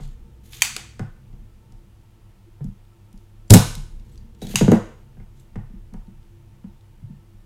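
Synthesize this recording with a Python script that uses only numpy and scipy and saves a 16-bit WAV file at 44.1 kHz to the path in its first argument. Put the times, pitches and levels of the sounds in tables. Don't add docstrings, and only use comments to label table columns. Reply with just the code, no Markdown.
import sys
import numpy as np
from scipy import signal
from scipy.fft import rfft, irfft
from scipy.io import wavfile
from scipy.ndimage import uniform_filter1d

SR = 44100
rng = np.random.default_rng(int(sys.argv[2]) if len(sys.argv) > 2 else 0)


def inscribe(sig):
    pcm = np.round(np.clip(np.atleast_2d(sig).T, -1, 1) * 32767)
    wavfile.write(sys.argv[1], SR, pcm.astype(np.int16))


def invert_db(x):
    u = np.asarray(x, float) / 20
    return 10 ** u


N = 328545
T = np.arange(N) / SR


def level(x, db):
    return x * invert_db(db) / np.sqrt(np.mean(x ** 2))


def band(x, hz, width):
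    return signal.lfilter(*signal.iirpeak(min(hz, SR / 2.2), hz / width, fs=SR), x)


def steep(x, hz, width):
    return band(band(x, hz, width), hz, width)


def fade(t, t60):
    return np.exp(-np.log(1000) * t / t60)


def tone(hz):
    return np.sin(2 * np.pi * np.cumsum(hz) / SR)


def add(out, s, x):
    i = int(s * SR)
    out[i:i + len(x)] += x[:N - i]


def curve(rows, column):
    rows = np.array(rows)
    inside = (T >= rows[0, 0]) & (T <= rows[-1, 0])
    return inside * invert_db(np.interp(T, rows[:, 0], rows[:, column]))


def walk(rate):
    k = int(SR / rate)
    return uniform_filter1d(np.repeat(rng.standard_normal(N // k + 1), k), k)[:N]


# f/Hz, level/dB
HUM_TONES = [(193.8, -64.5), (339.1, -66), (899.0, -76.5), (1319, -82), (1798, -87.5)]
# f/Hz, level/dB
HISS_SPECTRUM = [(88, -26), (150, -6.5), (259, -10.5), (346, -9), (389, -13.5), (574, -17), (784, -17.5),
                 (898, -16.5), (1030, -19), (1550, -24), (3000, -24.5), (4180, -29.5), (15700, -34.5)]


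def background():
    hum = sum(invert_db(db + 1.0 + 6.4 * walk(36)) * tone(hz + 2.3 * walk(6.7)) for hz, db in HUM_TONES)
    hz, db = np.transpose(HISS_SPECTRUM)
    f = np.fft.rfftfreq(N, 1 / SR)
    gain = invert_db(np.interp(np.log(f + 1), np.log(hz), db))
    hiss = irfft(rfft(rng.standard_normal(N)) * gain, N)
    return hum + level(hiss, -62.5)


# t/s, level/dB
HAND_WEIGHT = [(0, 14.5), (.35, -2), (.5, -6), (1.2, -3), (1.4, 9), (1.55, -3), (2.4, -3.5), (3.0, -5),
               (3.5, 0), (3.65, 18), (3.95, 10.5), (4.3, -1), (5.4, 0), (5.75, 6), (6.2, 7.5), (6.45, -4),
               (7.2, -2), (7.45, 6)]
# t/s, level/dB
FLOOR_DRONE = [(0, 4.5), (.7, 6.5), (1.1, 3), (2.0, -3), (2.4, -8), (3.5, -6.5), (4.1, 6.5), (4.7, 3.5),
               (5.1, 0), (7.45, -7.5)]
REST_LEVELS = (-49, -54.5, -52, -55.5)
HAND_FOLLOW = (0.95, 0.11, .2, .1)
DRONE_FOLLOW = (.1, 0.82, 0.081, 0.95)


def tremble():
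    sway_db, sway_share, sway_lag_s = -24.5, 0.6, 0.029

    def ring(hz, width):
        return level(steep(rng.standard_normal(N), hz, width), 0)

    top = ring(132, 12) + invert_db(-8.5) * ring(215, 40) + invert_db(-17.5) * ring(460, 90)
    stand = ring(102, 12)
    leg = invert_db(2 + 1.2 * walk(5.9)) * tone(62.5 + 1.2 * walk(2.7))
    leg += invert_db(-6) * ring(55, 16)
    sway = ring(28, 14)
    hands_db = np.interp(T, *np.transpose(HAND_WEIGHT))
    drone_db = np.interp(T, *np.transpose(FLOOR_DRONE))

    swell = np.zeros(N)
    for s, db, *_ in WORK_BLOWS + PUSH_BLOWS + RECOIL_BLOWS:
        t = np.maximum(T - s, 0) / sway_lag_s
        swell = np.maximum(swell, invert_db(sway_db + sway_share * db) * t * np.exp(1 - t))

    out = swell * sway
    for rest_db, hand, drone, x in zip(REST_LEVELS, HAND_FOLLOW, DRONE_FOLLOW, (sway, leg, stand, top)):
        out += invert_db(rest_db + hand * hands_db + drone * drone_db) * x
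    return out


# f/Hz, t60/s, level/dB
ROOM_BANDS = [(308, 0.33, -6.5), (700, 0.32, 7), (1390, 0.53, 1.5), (2980, .55, -2.5), (6000, .5, -3),
              (9900, 0.19, -6.5), (14000, 0.27, -1)]


def room(x):
    wall_s, wall_db = 0.03, 6
    t = T[:SR]
    tail = np.zeros(SR)
    for hz, t60, db in ROOM_BANDS:
        noise = level(band(rng.standard_normal(SR), hz, hz * 0.7), 0)
        tail += invert_db(db) * fade(t, t60) * noise * np.sqrt(hz)
    tail *= 1 - np.exp(-t / 0.0013)
    tail *= invert_db(wall_db * np.exp(-((t - wall_s) / 0.001) ** 2))
    return signal.fftconvolve(x, tail / np.sqrt(np.sum(tail ** 2)))[:N]


# t/s, peak level/dB, centre f/Hz
TOOL_TICKS = [(0.0762, -48, 7900), (0.5331, -30, 2786), (0.9938, -32, 4870), (1.3294, -59, 3570),
              (1.722, -48.5, 4790), (2.6434, -41, 7340), (2.8517, -59, 3140), (3.1283, -47, 7400),
              (3.1762, -49.5, 5530), (3.9972, -51, 3030), (4.157, -48, 3950), (4.1769, -42.5, 4800),
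              (4.349, -50, 2930), (4.4169, -34, 3860), (4.4687, -31, 3820), (5.3981, -49, 7700),
              (5.5582, -45.5, 4500), (5.9372, -43.5, 6410), (6.0702, -54.5, 2950), (6.2294, -53.5, 2950),
              (6.809, -54.5, 3040)]


def ticks():
    out, t = np.zeros(N), T[:SR // 2]
    for s, db, hz in TOOL_TICKS:
        x = steep(rng.standard_normal(len(t)) * fade(t, 0.015), hz, hz * 1.5)
        add(out, s, invert_db(db) * x / np.abs(x).max())
    return out


# t/s, peak level/dB, f/Hz, t60/s
METAL_RINGS = [(2.643, -60, 7340, .04), (3.4797, -54, 4800, .015), (3.4797, -52, 7370, .02),
               (3.4797, -54, 6000, .012), (3.4797, -56, 9800, .012), (3.54, -33, 5400, .35),
               (3.54, -36, 4300, .3), (4.123, -58, 7950, .03), (4.178, -57, 4780, .03),
               (4.4195, -42, 3860, .2), (4.4195, -50, 9000, .08), (4.4195, -42, 5500, .02),
               (4.5575, -34, 6450, .2), (4.5575, -34, 6650, .3), (5.399, -62, 7630, .05)]


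def metal_rings():
    out, t = np.zeros(N), T[:SR // 2]
    for s, db, hz, t60 in METAL_RINGS:
        onset = 1 - np.exp(-t / 0.00045)
        add(out, s, invert_db(db) * fade(t, t60) * onset * np.sin(2 * np.pi * hz * t))
    return invert_db(5.0 * walk(200)) * out


# start t/s, length t/s, first level/dB, last level/dB, treble level/dB
RUBS = [
    (0.0, .14, -50, -73.5, -23.5),
    (0.43, 0.11, -63, -56, 0.5),
    (0.521, .095, -44.5, -45, -7.5),
    (3.184, .08, -65, -81, -6),
    (4.041, .11, -74, -67.5, -5),
    (4.384, .03, -67, -59.5, -8.5),
    (4.414, .137, -50.5, -44, -5),
    (5.344, .055, -69, -65, -14),
    (5.394, .075, -69, -82, 0),
]
# f/Hz, width f/Hz, level/dB
RUB_MODES = [(2400, 840, -2.5), (3300, 880, 1.5), (4140, 960, 0.5), (6550, 1500, 1)]


def slides():
    rub = rng.standard_normal(N) * invert_db(3.8 * walk(150))
    body = level(sum(invert_db(d) * band(rub, f, w) for f, w, d in RUB_MODES), -2)
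    treble = level(band(rub, 12000, 7000), 0.99)
    out = np.zeros(N)
    for s, length, first_db, last_db, treble_db in RUBS:
        envelope = curve([(s, first_db), (s + length, last_db)], column=1)
        attack = np.clip((T - s) / 0.012, 0, 1)
        out += envelope * attack * (body + invert_db(treble_db) * treble)
    return out


# t/s, level/dB
SUCTION = [
    (3.4975, -49),
    (3.501, -29),
    (3.506, -16),
    (3.536, -19.5),
    (3.545, -22),
    (3.56, -31.5),
]


def suction():
    return curve(SUCTION, column=1) * level(band(rng.standard_normal(N), 8500, 9000), 0)


# f/Hz, level/dB, t60/s
STAND_MODES = [(108.06, 5, 0.22), (105.18, -14, 0.5)]
TOP_MODES = [(141.6, 0, 0.32)]
UPPER_MODES = [(194.25, 2.5, .15), (216.9, -1, .13)]
KNOCK_MODES = [(331, -7.5, 0.12), (419, -3, 0.051), (479, 0.5, 0.032), (498.3, 1.5, 0.011), (595, -12, .04)]
MODE_RISE = (0.017, 0.0092, 0.0081, 0.0025)
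# f/Hz, width f/Hz, level/dB
BOARD_MODES = [(766, 150, 7), (893, 83, 2), (900, 500, -0.5), (1430, 130, -3), (1790, 390, -7.5)]


def thuds(rows, sign, soft, loose_db):
    (bench, board), t = np.zeros((2, N)), T[:SR // 2]
    groups = STAND_MODES, TOP_MODES, UPPER_MODES, KNOCK_MODES
    for s, db, weight_db, place, hard_db in rows:
        turn = np.clip(place, 0, 1) * np.pi / 2
        weight = invert_db(weight_db)
        gains = weight * np.cos(turn), weight * np.sin(turn), 1, invert_db(hard_db)
        for gain, modes, rise in zip(gains, groups, MODE_RISE):
            ring = sum(invert_db(d) * fade(t, t60) * np.sin(2 * np.pi * f * t) for f, d, t60 in modes)
            onset = 1 - np.exp(-(t / (soft * rise)) ** 2)
            add(bench, s, sign * invert_db(db) * gain * onset * ring)
        chatter = (t == 0) + 0.17 * rng.standard_normal(len(t)) * fade(t, 0.044)
        x = steep(sum(invert_db(d) * band(chatter, f, w) for f, w, d in BOARD_MODES), 1400, 2400)
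        add(board, s, invert_db(db + hard_db + loose_db) * x / np.abs(x).max())
    return np.array([bench, board])


# t/s, level/dB, weight level/dB, place [0 at the stand - 1 mid top], hardness level/dB
WORK_BLOWS = [(0.0, -38, 10.5, 0.67, 1), (0.764, -56, 5, 0.27, 25), (0.995, -21, 2, 0.42, -2),
              (1.329, -40, 0, .22, -11), (1.724, -45.5, 1.5, .06, -6), (3.136, -34.5, -20, .37, -20.5),
              (3.764, -32.5, 8.5, 0.8, -28), (4.241, -46, -11, .57, -31.5), (5.17, -37.5, 0.5, 0.84, -8.5),
              (5.2, -38, 0.5, .37, -5), (5.557, -22.5, 0.3, 0.33, -5.5), (5.7, -37, -8, .23, -18),
              (5.735, -30.5, -13, .16, -25), (5.924, -31.5, -17, .66, -18), (5.941, -28.5, -5, .72, -8),
              (6.077, -32, -17, .16, -26), (6.641, -24.5, -19, .6, -19), (7.02, -39, 14, 0.41, -22),
              (7.097, -30, -1.5, 0.93, -26)]


def work_thuds():
    return thuds(WORK_BLOWS, 0.76, soft=0.93, loose_db=-6.5)


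PUSH_BLOWS = [(2.607, -44, 24, 1, 9), (2.644, -22.5, -10, 0.12, -20), (2.681, -34.5, -0.5, 0.51, -15),
              (4.469, -29, -12.5, 0.72, -6), (4.499, -27.5, -9.5, 1, -5), (4.42, -25.5, -4, 0.54, 2),
              (4.444, -22.5, -30, .5, -14.5), (4.54, -18, -2.5, 0.69, -5.5), (4.611, -4.5, -3.5, .76, -0.5),
              (4.68, -1, -10, 0.055, -3), (4.719, -1, -23, 0.56, 2.5), (4.732, -0.5, -16.5, 0.084, -7)]


def cocking_thuds():
    return thuds(PUSH_BLOWS, 0.91, soft=0.93, loose_db=-16)


RECOIL_BLOWS = [
    (3.5012, -12, -1, .8, -8.5),
    (3.5067, -1, 10, .24, -11),
    (3.5215, -0.5, -6, .67, -18),
    (3.5377, 3, -2.5, .76, -4.5),
    (3.5547, 0.5, -7, .89, -11.5),
    (3.5664, 0, -8.5, .77, -14.5),
    (3.58, -31, 3.5, .97, -5.5),
]


def recoil_thuds():
    return thuds(RECOIL_BLOWS, -0.69, soft=0.31, loose_db=-7.5)


def clicks(rows, modes, room_db):
    out, t = np.zeros((2, N)), T[:SR // 10]
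    thin = signal.butter(3, 800, "high", fs=SR, output="sos")
    for s, db, rattle, crack_db, crack_hz in rows:
        def barrel(blow, widen):
            ring = level(sum(invert_db(d) * band(blow, f, widen * w) for f, w, d in modes), 0)
            crack = level(steep(blow, crack_hz, 2.5 * crack_hz), crack_db)
            return signal.sosfilt(thin, ring + crack)

        x = barrel(rng.standard_normal(len(t)) * np.exp(-t / rattle), widen=0.53)
        x *= invert_db(db + 1.5) / np.abs(x).max()
        add(out[0], s, x)
        around = barrel(1.0 * (t == 0), widen=1.6)
        same_energy = np.sqrt(np.sum(x ** 2) / np.sum(around ** 2))
        add(out[1], s, invert_db(room_db) * around * same_energy)
    return out


# t/s, peak level/dB, rattle t/s, broad crack level/dB, crack centre f/Hz
LATCH_CLICKS = [
    (0.6200, 1, 0.0025, -9, 7480),
    (0.7647, -13.5, 0.0022, 3.5, 3000),
]
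# f/Hz, width f/Hz, level/dB
LATCH_BARREL = [(1010, 400, -20), (2480, 290, -0.5), (3150, 200, -8), (3640, 140, -12), (4566, 310, -1.5),
                (6040, 150, -3.5), (6720, 750, -3.5), (7780, 180, -5), (8200, 67, -8.5), (9600, 200, -11.5),
                (12640, 150, -21.5), (15000, 530, -12)]


def latch_clicks():
    return clicks(LATCH_CLICKS, LATCH_BARREL, room_db=-13)


CATCH_CLICKS = [
    (4.5571, -1.5, .0016, -5, 4950),
    (4.7168, -21, .002, -3, 6000),
]
# f/Hz, width f/Hz, level/dB
CATCH_BARREL = [(1020, 680, -12), (2140, 100, -10), (2835, 500, -2), (3870, 83, -3), (4750, 300, -7),
                (6000, 136, -5), (6690, 300, -1), (8003, 93, -9), (10747, 140, -19)]


def catch_clicks():
    return clicks(CATCH_CLICKS, CATCH_BARREL, room_db=-10)


SNAP_CLICKS = [
    (3.5056, 2.5, 0.0012, 1.2, 8156),
    (3.5372, 12, 0.0045, 1.3, 7600),
    (3.7525, -24, 0.0017, 1.5, 7800),
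]
# f/Hz, width f/Hz, level/dB
SNAP_BARREL = [(1200, 900, -15.5), (2600, 280, -6), (4070, 340, 8), (5240, 250, 6), (6465, 400, 0),
               (7700, 1900, 5.5), (9757, 1500, -1.5)]


def snap_clicks():
    return clicks(SNAP_CLICKS, SNAP_BARREL, room_db=-18)


def scene():
    near, feed = latch_clicks() + catch_clicks() + snap_clicks()
    small = ticks() + metal_rings() + slides() + suction()
    bench, board = work_thuds() + cocking_thuds() + recoil_thuds()
    knocks = signal.sosfilt(signal.butter(2, 350, "high", fs=SR, output="sos"), bench)
    wet = room(invert_db(5.5) * feed + invert_db(-7) * small + invert_db(-8) * knocks + invert_db(-5) * board)
    port = signal.butter(2, 13400, fs=SR, output="sos")
    air = signal.sosfilt(port, near + small + board + wet)
    return (air + bench + tremble() + background())[None]


def top_cut(x):
    return signal.sosfilt(signal.butter(12, 15830, fs=SR, output="sos"), x)


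def record(dry):
    mix = np.clip(dry, -1, 1)
    return top_cut(mix)


dry = scene()
out = record(dry)
inscribe(out)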